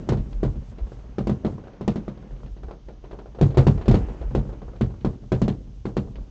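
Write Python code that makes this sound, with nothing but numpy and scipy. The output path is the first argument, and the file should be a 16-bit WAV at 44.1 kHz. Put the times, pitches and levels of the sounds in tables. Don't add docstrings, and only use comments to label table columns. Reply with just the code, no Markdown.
import sys
import numpy as np
from scipy import signal
from scipy.fft import rfft, irfft
from scipy.io import wavfile
from scipy.ndimage import uniform_filter1d

SR = 44100
rng = np.random.default_rng(int(sys.argv[2]) if len(sys.argv) > 2 else 0)


def transcribe(u):
    v = np.clip(np.atleast_2d(u).T, -1, 1)
    q = np.round(v * 32767).astype(np.int16)
    wavfile.write(sys.argv[1], SR, q)


def decibels_to_gain(level_db):
    exponent = np.asarray(level_db, float) / 20
    return 10 ** exponent


N = 277830
ARRIVAL_S = 0.0011

# (time [s], peak level [dB], long cabin boom [dB re peak], panel boom [dB re peak],
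# crack [dB re peak])
BURSTS = [(0.088, -15, -7, -2.5, -10.5), (0.43, -14, -11.5, -4, -16), (1.182, -18, -11.5, 1, -14.5),
          (1.27, -18, -13, 2, -12), (1.447, -16, -12.5, -0.5, -17.5), (1.809, -25.5, -11, 1, -14.5),
          (1.877, -15, -12.5, 1, -11.5), (1.957, -21.5, -21, 2.5, -13), (2.079, -25.5, -14, 1, -16),
          (3.411, -10, -3.5, -0.5, -14), (3.571, -10.5, -1.5, 0, -14.5), (3.667, -9, -4.5, 1, -13.5),
          (3.88, -10.5, -4, 1, -12), (3.911, -12.5, -6, -13, -13.5), (3.941, -9.5, -20, -1, -15),
          (4.349, -14, -11, -4, -14), (4.809, -16, -5, 2, -14), (5.046, -15, -10, 2.5, -16),
          (5.318, -13.5, -9, -3, -13.5), (5.416, -15, -8, 5.5, -11.5), (5.479, -16, -10.5, 2.5, -12.5),
          (5.853, -19, -14.5, -1.5, -17.5), (5.967, -15.5, -11.5, 0.5, -14)]
TWINS = [
    (0.121, -16.5, -8, -0.5, -16),
    (0.461, -33.5, 4, -15, -20),
    (1.294, -17, -7, 3.5, -15.5),
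    (1.46, -21.5, -11, -16.5, -17.5),
    (3.43, -19, 1, -6, -15),
    (3.579, -9, -16.5, -3, -13),
    (4.378, -29, -3.5, 6.5, -24),
    (5.329, -17.5, -12.5, -0.5, -18),
    (5.428, -28.5, -5.5, 4, -21),
]
# (time [s], level [dB])
RUMBLE = [(0, 2), (.7, 5), (1.3, 1.5), (1.75, -6.5), (2.2, -0.5), (2.45, 4.5), (2.8, -1.5), (3.3, 2),
          (4.2, 4.5), (4.8, 2.5), (5.2, 1.5), (5.6, 2.5), (6.3, 4)]


def evened(x):
    return x / np.sqrt(np.mean(x ** 2) + 1e-20)


def coloured(points):
    hz = np.fft.rfftfreq(N, 1 / SR)
    point_hz, level_db = np.transpose(points)
    gain = decibels_to_gain(np.interp(np.log(hz + 1), np.log(point_hz), level_db))
    return evened(irfft(rfft(rng.standard_normal(N)) * gain, N))


def slow(size):
    once = uniform_filter1d(rng.standard_normal(N), size)
    return evened(uniform_filter1d(once, size))


def curve(rows):
    return np.interp(np.arange(N) / SR, *np.transpose(rows))


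def train(times, db):
    clicks = np.zeros(N)
    np.add.at(clicks, np.round((np.asarray(times) + ARRIVAL_S) * SR).astype(int), decibels_to_gain(db))
    return clicks


def wake(swell_db, steady_db, under_db, build, t60):
    s, db = np.transpose(BURSTS + TWINS)[:2]
    t = np.arange(2 * SR) / SR
    tail = (1 - np.exp(-t / build)) * decibels_to_gain(under_db - 60 * t / t60) ** 2
    fed = abs(signal.oaconvolve(train(s, db) ** 2, tail)[:N])
    earlier = decibels_to_gain(-13.5 + under_db - 60 * np.arange(N) / SR / t60) ** 2
    return np.sqrt(fed + earlier + decibels_to_gain(steady_db + swell_db) ** 2)


def roll():
    # (steady level [dB], level under the shell [dB], build-up [s], t60 [s])
    deep_roll = (-52, -26, 0.8, 1.6)
    echo_roll = (-52.5, -21, -1.2, 1.0)
    crackle_roll = (-64.5, -44, 2, 2.13)
    # (frequency [Hz], level [dB per Hz])
    deep_spectrum = [(58, -32), (80, 12), (105, 9.5), (130, 15), (165, -35.5)]
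    echo_spectrum = [(88, -27.5), (150, 13), (204, 12.5), (317, 3.5), (366, 2.5), (553, -1.5), (605, -2.5),
                     (697, -11), (900, -25.5), (1170, -48), (1980, -120)]
    crackle_spectrum = [(500, -12.5), (750, 6), (1500, -3), (3000, -11), (5000, -38.5)]
    hiss_spectrum = [(1180, -50.5), (2000, -6), (3020, 7), (4330, 2), (6500, 3), (7670, -21), (8670, -23),
                     (11300, -54), (19100, -120)]
    # (time [s], level [dB])
    glitter = [(0, -1.5), (1.1, 3), (2.25, 4), (2.5, -4.5), (3.3, -1.5), (4.05, 13), (4.3, 4.5), (4.75, 0),
               (5.15, -2.5), (5.7, -19), (6.3, -2)]

    rumble_db, glitter_db = curve(RUMBLE), curve(glitter)
    flicker = slow(size=400)
    deep = wake(1.42 * rumble_db, *deep_roll) * coloured(deep_spectrum)
    deep *= decibels_to_gain(-2.0 + 2.9 * slow(size=1500))
    echo = wake(0.66 * glitter_db + 0.1 * rumble_db, *echo_roll) * coloured(echo_spectrum)
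    echo *= decibels_to_gain(2.5 * flicker)
    crackle = wake(glitter_db, *crackle_roll) * coloured(crackle_spectrum)
    crackle *= decibels_to_gain(0.88 * flicker)
    return deep + echo + crackle + decibels_to_gain(-72) * coloured(hiss_spectrum)


def shock(hz, fade):
    t = np.arange(600) / SR
    rounded = 1 - np.exp(-(t / 0.0004) ** 2)
    return -np.sin(2 * np.pi * hz * t) * np.exp(-t / fade) * rounded


def ring(modes, rise, lag, detune=1):
    t = np.maximum(np.arange(SR // 2) / SR - lag, 0)
    hz, db, t60 = np.transpose(modes)[..., None]
    swings = -decibels_to_gain(db - 60 * t / t60) * np.sin(2 * np.pi * hz * detune * t)
    return (1 - np.exp(-t / rise)) * swings.sum(0)


def booms(times, db, modes, rise, lag):
    shifts = rng.standard_normal((len(times), len(modes), 1))
    out = np.zeros(N + SR)
    for s, level_db, shift in zip(times, db, shifts):
        at = round((s + ARRIVAL_S) * SR)
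        out[at:at + SR // 2] += decibels_to_gain(level_db) * ring(modes, rise, lag, 1 + 0.038 * shift)
    return out[:N]


def scatter(clicks, bands, snap):
    t = np.arange(SR // 2) / SR
    out = np.zeros(N)
    for lo_hz, hi_hz, db, hold, t60 in bands:
        shape = decibels_to_gain(db - 60 * np.maximum(t - hold, 0) / t60) * (1 - np.exp(-t / 0.00019))
        shape *= 1 + snap * np.exp(-t / 0.0032)
        power = signal.oaconvolve(clicks ** 2, shape ** 2)[:N]
        noise = coloured([(lo_hz * 0.55, -40), (lo_hz, 0), (hi_hz, -6), (hi_hz * 2.37, -45)])
        out += np.sqrt(np.abs(power)) * noise
    return out * decibels_to_gain(2.2 * slow(size=110))


def bursts():
    # (time [s], peak level [dB], crack [dB re peak])
    far_shells = [(0.327, -33, -11.5), (0.716, -36, -21), (0.783, -26.5, -17), (0.918, -30, -20),
                  (0.989, -35.5, -16), (1.638, -33, -23), (1.67, -26, -24), (1.732, -31, -20),
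                  (2.362, -37.5, -17), (2.459, -33, -13.5), (2.565, -34, -16), (2.683, -28.5, -22),
                  (2.709, -23.5, -21), (2.884, -25.5, -22.5), (3.039, -26, -19.5), (3.11, -26.5, -20),
                  (3.129, -24.5, -26), (3.187, -24, -21.5), (3.257, -30, -20.5), (3.386, -22.5, -22),
                  (3.504, -23.5, -19), (3.544, -21, -20.5), (3.776, -22.5, -20.5), (3.811, -20.5, -19),
                  (4.145, -30, -37), (4.213, -22.5, -21), (3.856, -22, -16.5), (4.527, -27, -23),
                  (4.68, -29, -35), (4.939, -34, -30)]
    # (time [s], peak level [dB], boom [dB re peak], crack [dB re peak])
    late_echoes = [(0.171, -30, 2, -10), (0.555, -36.5, 4.5, -14), (0.868, -34, -12, -18),
                   (1.055, -40, -20, -23), (0.259, -38, 3, -27), (2.225, -34, -30, -23),
                   (6.071, -33.5, -5, -32), (1.522, -32.5, -1.5, -20), (1.58, -26.5, -17, -32),
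                   (2.172, -34, -6.5, -19), (4.201, -39.5, 0, -32), (2.307, -33, -7.5, -22),
                   (2.401, -33.5, -13, -30), (2.432, -33.5, -5, -18), (2.632, -28, -14, -20),
                   (3.347, -27.5, -13.5, -21.5), (4.085, -22.5, -11, -25), (4.307, -29, -4, -25),
                   (4.45, -30.5, -1, -29), (4.49, -23.5, -16, -29), (4.617, -25.5, -15, -25),
                   (4.732, -30.5, -13.5, -26), (4.758, -36.5, -11, -15), (4.9, -30, -10, -22),
                   (5.007, -38.5, -1.5, -9.5), (5.131, -34.5, -1.5, -20), (5.235, -38.5, -4, -22),
                   (5.666, -42, 1, -22), (6.155, -32, -9, -9.5), (6.183, -34.5, -8, -26)]
    # (frequency [Hz], level [dB], t60 [s])
    long_modes = [(79.5, -13, 0.45), (101.4, -8.5, 0.34), (132.3, 3, 0.18)]
    panel_modes = [(175.1, -10.5, 0.25), (208.3, 1.5, .13), (240.1, 2, 0.082)]
    glass_modes = [(288.4, -4, 0.3), (325.5, -3.5, 0.22), (378.6, 1, 0.18), (454, -2.5, 0.2), (556, 0, .08),
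                   (640, -17.5, 0.046), (806, -13.5, 0.071), (1186, -16.5, 0.064)]
    # (low edge [Hz], high edge [Hz], level [dB], hold [s], t60 [s])
    scatter_bands = [(144, 407, -22.5, 0.015, 0.52), (454, 774, -19.5, 0.0067, 0.22),
                     (935, 1480, -27, 0.0041, 0.19)]
    crack_bands = [(1770, 4230, -15, 0.0042, 0.13), (4860, 11000, -34.5, 0.0066, 0.12)]

    s, db, long_db, panel_db, crack_db = np.transpose(BURSTS + TWINS)
    top_db = -11 + 2 * (crack_db + 15)
    pops = [(at, peak_db, -22.5, pop_db) for at, peak_db, pop_db in far_shells]
    far_s, far_db, far_boom_db, far_crack_db = np.transpose(pops + late_echoes)
    near, far = train(s, db), train(far_s, far_db)
    far_boom = train(far_s, far_db + far_boom_db)
    far_cracks = train(far_s, far_db + far_crack_db)

    out = signal.oaconvolve(near, decibels_to_gain(7) * shock(345, fade=0.003))[:N]
    out += signal.oaconvolve(far, decibels_to_gain(-2.5) * shock(389, fade=0.0029))[:N]
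    out += booms(s, db - 13, glass_modes, rise=0.011, lag=0.00303)
    out += booms(far_s, far_db - 18.5, glass_modes, rise=0.009, lag=0.00099)
    out += booms(s, db + long_db + 9.5, long_modes, rise=0.0087, lag=0.00053)
    out += booms(s, db + panel_db + 2, panel_modes, rise=0.0088, lag=0.0002)
    far_ring = ring(long_modes + panel_modes, rise=0.012, lag=0.00032)
    out += signal.oaconvolve(far_boom, decibels_to_gain(5.5) * far_ring)[:N]
    out += scatter(near + 2 * far_boom, scatter_bands[:1], snap=0)
    out += scatter(near + 0.76 * far, scatter_bands[1:], snap=1.0)
    out += scatter(train(s, db + crack_db) + far_cracks, crack_bands[:1], snap=0.3)
    out += scatter(train(s, db + top_db) + 0.37 * far_cracks, crack_bands[1:], snap=2.2)
    return out


def thuds():
    # (time at the top of the swing [s], level [dB], width
    # [s])
    low_thuds = [(0.19, -26, 0.13), (0.37, -26, 0.11), (0.47, -23.5, 0.089), (0.59, -27.5, .05),
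                 (0.835, -25, 0.051), (1.0, -31, 0.04), (1.1, -36.5, 0.056), (1.27, -29, 0.081),
                 (1.487, -43, 0.071), (2.04, -39, 0.094), (2.345, -30, .07), (2.5, -31, 0.092),
                 (2.589, -32, 0.023), (2.669, -30.5, 0.053), (2.883, -34, 0.028), (3.143, -42, 0.081),
                 (3.53, -28, .05), (3.78, -25, .06), (3.916, -17.5, 0.075), (4.03, -24, .08),
                 (4.111, -29.5, 0.059), (4.26, -24.5, 0.083), (4.39, -21.5, 0.058), (4.575, -33, 0.031),
                 (4.674, -34.5, .05), (4.879, -35, .09), (4.49, -30, .06), (5.63, -39.5, 0.14),
                 (5.792, -36.5, .05), (6.196, -29.5, 0.065)]
    # (frequency [Hz], level [dB])
    deep_modes = [(50, 0), (36, -7)]

    shoves = [(s + 0.03, db + long_db - 8, 0.055) for s, db, long_db, *_ in BURSTS]
    t = np.arange(0, N, 64) / SR
    power = decibels_to_gain(-44.5 + curve(RUMBLE)[::64]) ** 2
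    for s, db, width in low_thuds + shoves:
        power += decibels_to_gain(db - 6 * (2 * (t - s) / width) ** 2) ** 2
    height = np.interp(np.arange(N) / SR, t, np.sqrt(power)) * decibels_to_gain(1.5 + 1.5 * slow(size=500))
    swing = np.zeros(N)
    for hz, db in deep_modes:
        turns = np.cumsum(hz * (1 + 0.1293 * slow(size=700))) / SR
        swing += decibels_to_gain(db) * np.sin(2 * np.pi * turns)
    return height * swing


def scene():
    return (roll() + bursts() + thuds())[None]


def low_pass(x):
    return signal.sosfilt(signal.butter(12, 8820, fs=SR, output="sos"), x)


def record(dry):
    x = signal.sosfilt(signal.butter(1, 14, "high", fs=SR, output="sos"), dry)
    x = 0.85 * np.tanh(x) + 0.2 * x
    band_limit = signal.firwin(81, 7880, window=("kaiser", 7), fs=SR)
    x = signal.oaconvolve(x, band_limit[None], "same")
    return low_pass(x)


dry = scene()
out = record(dry)
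transcribe(out)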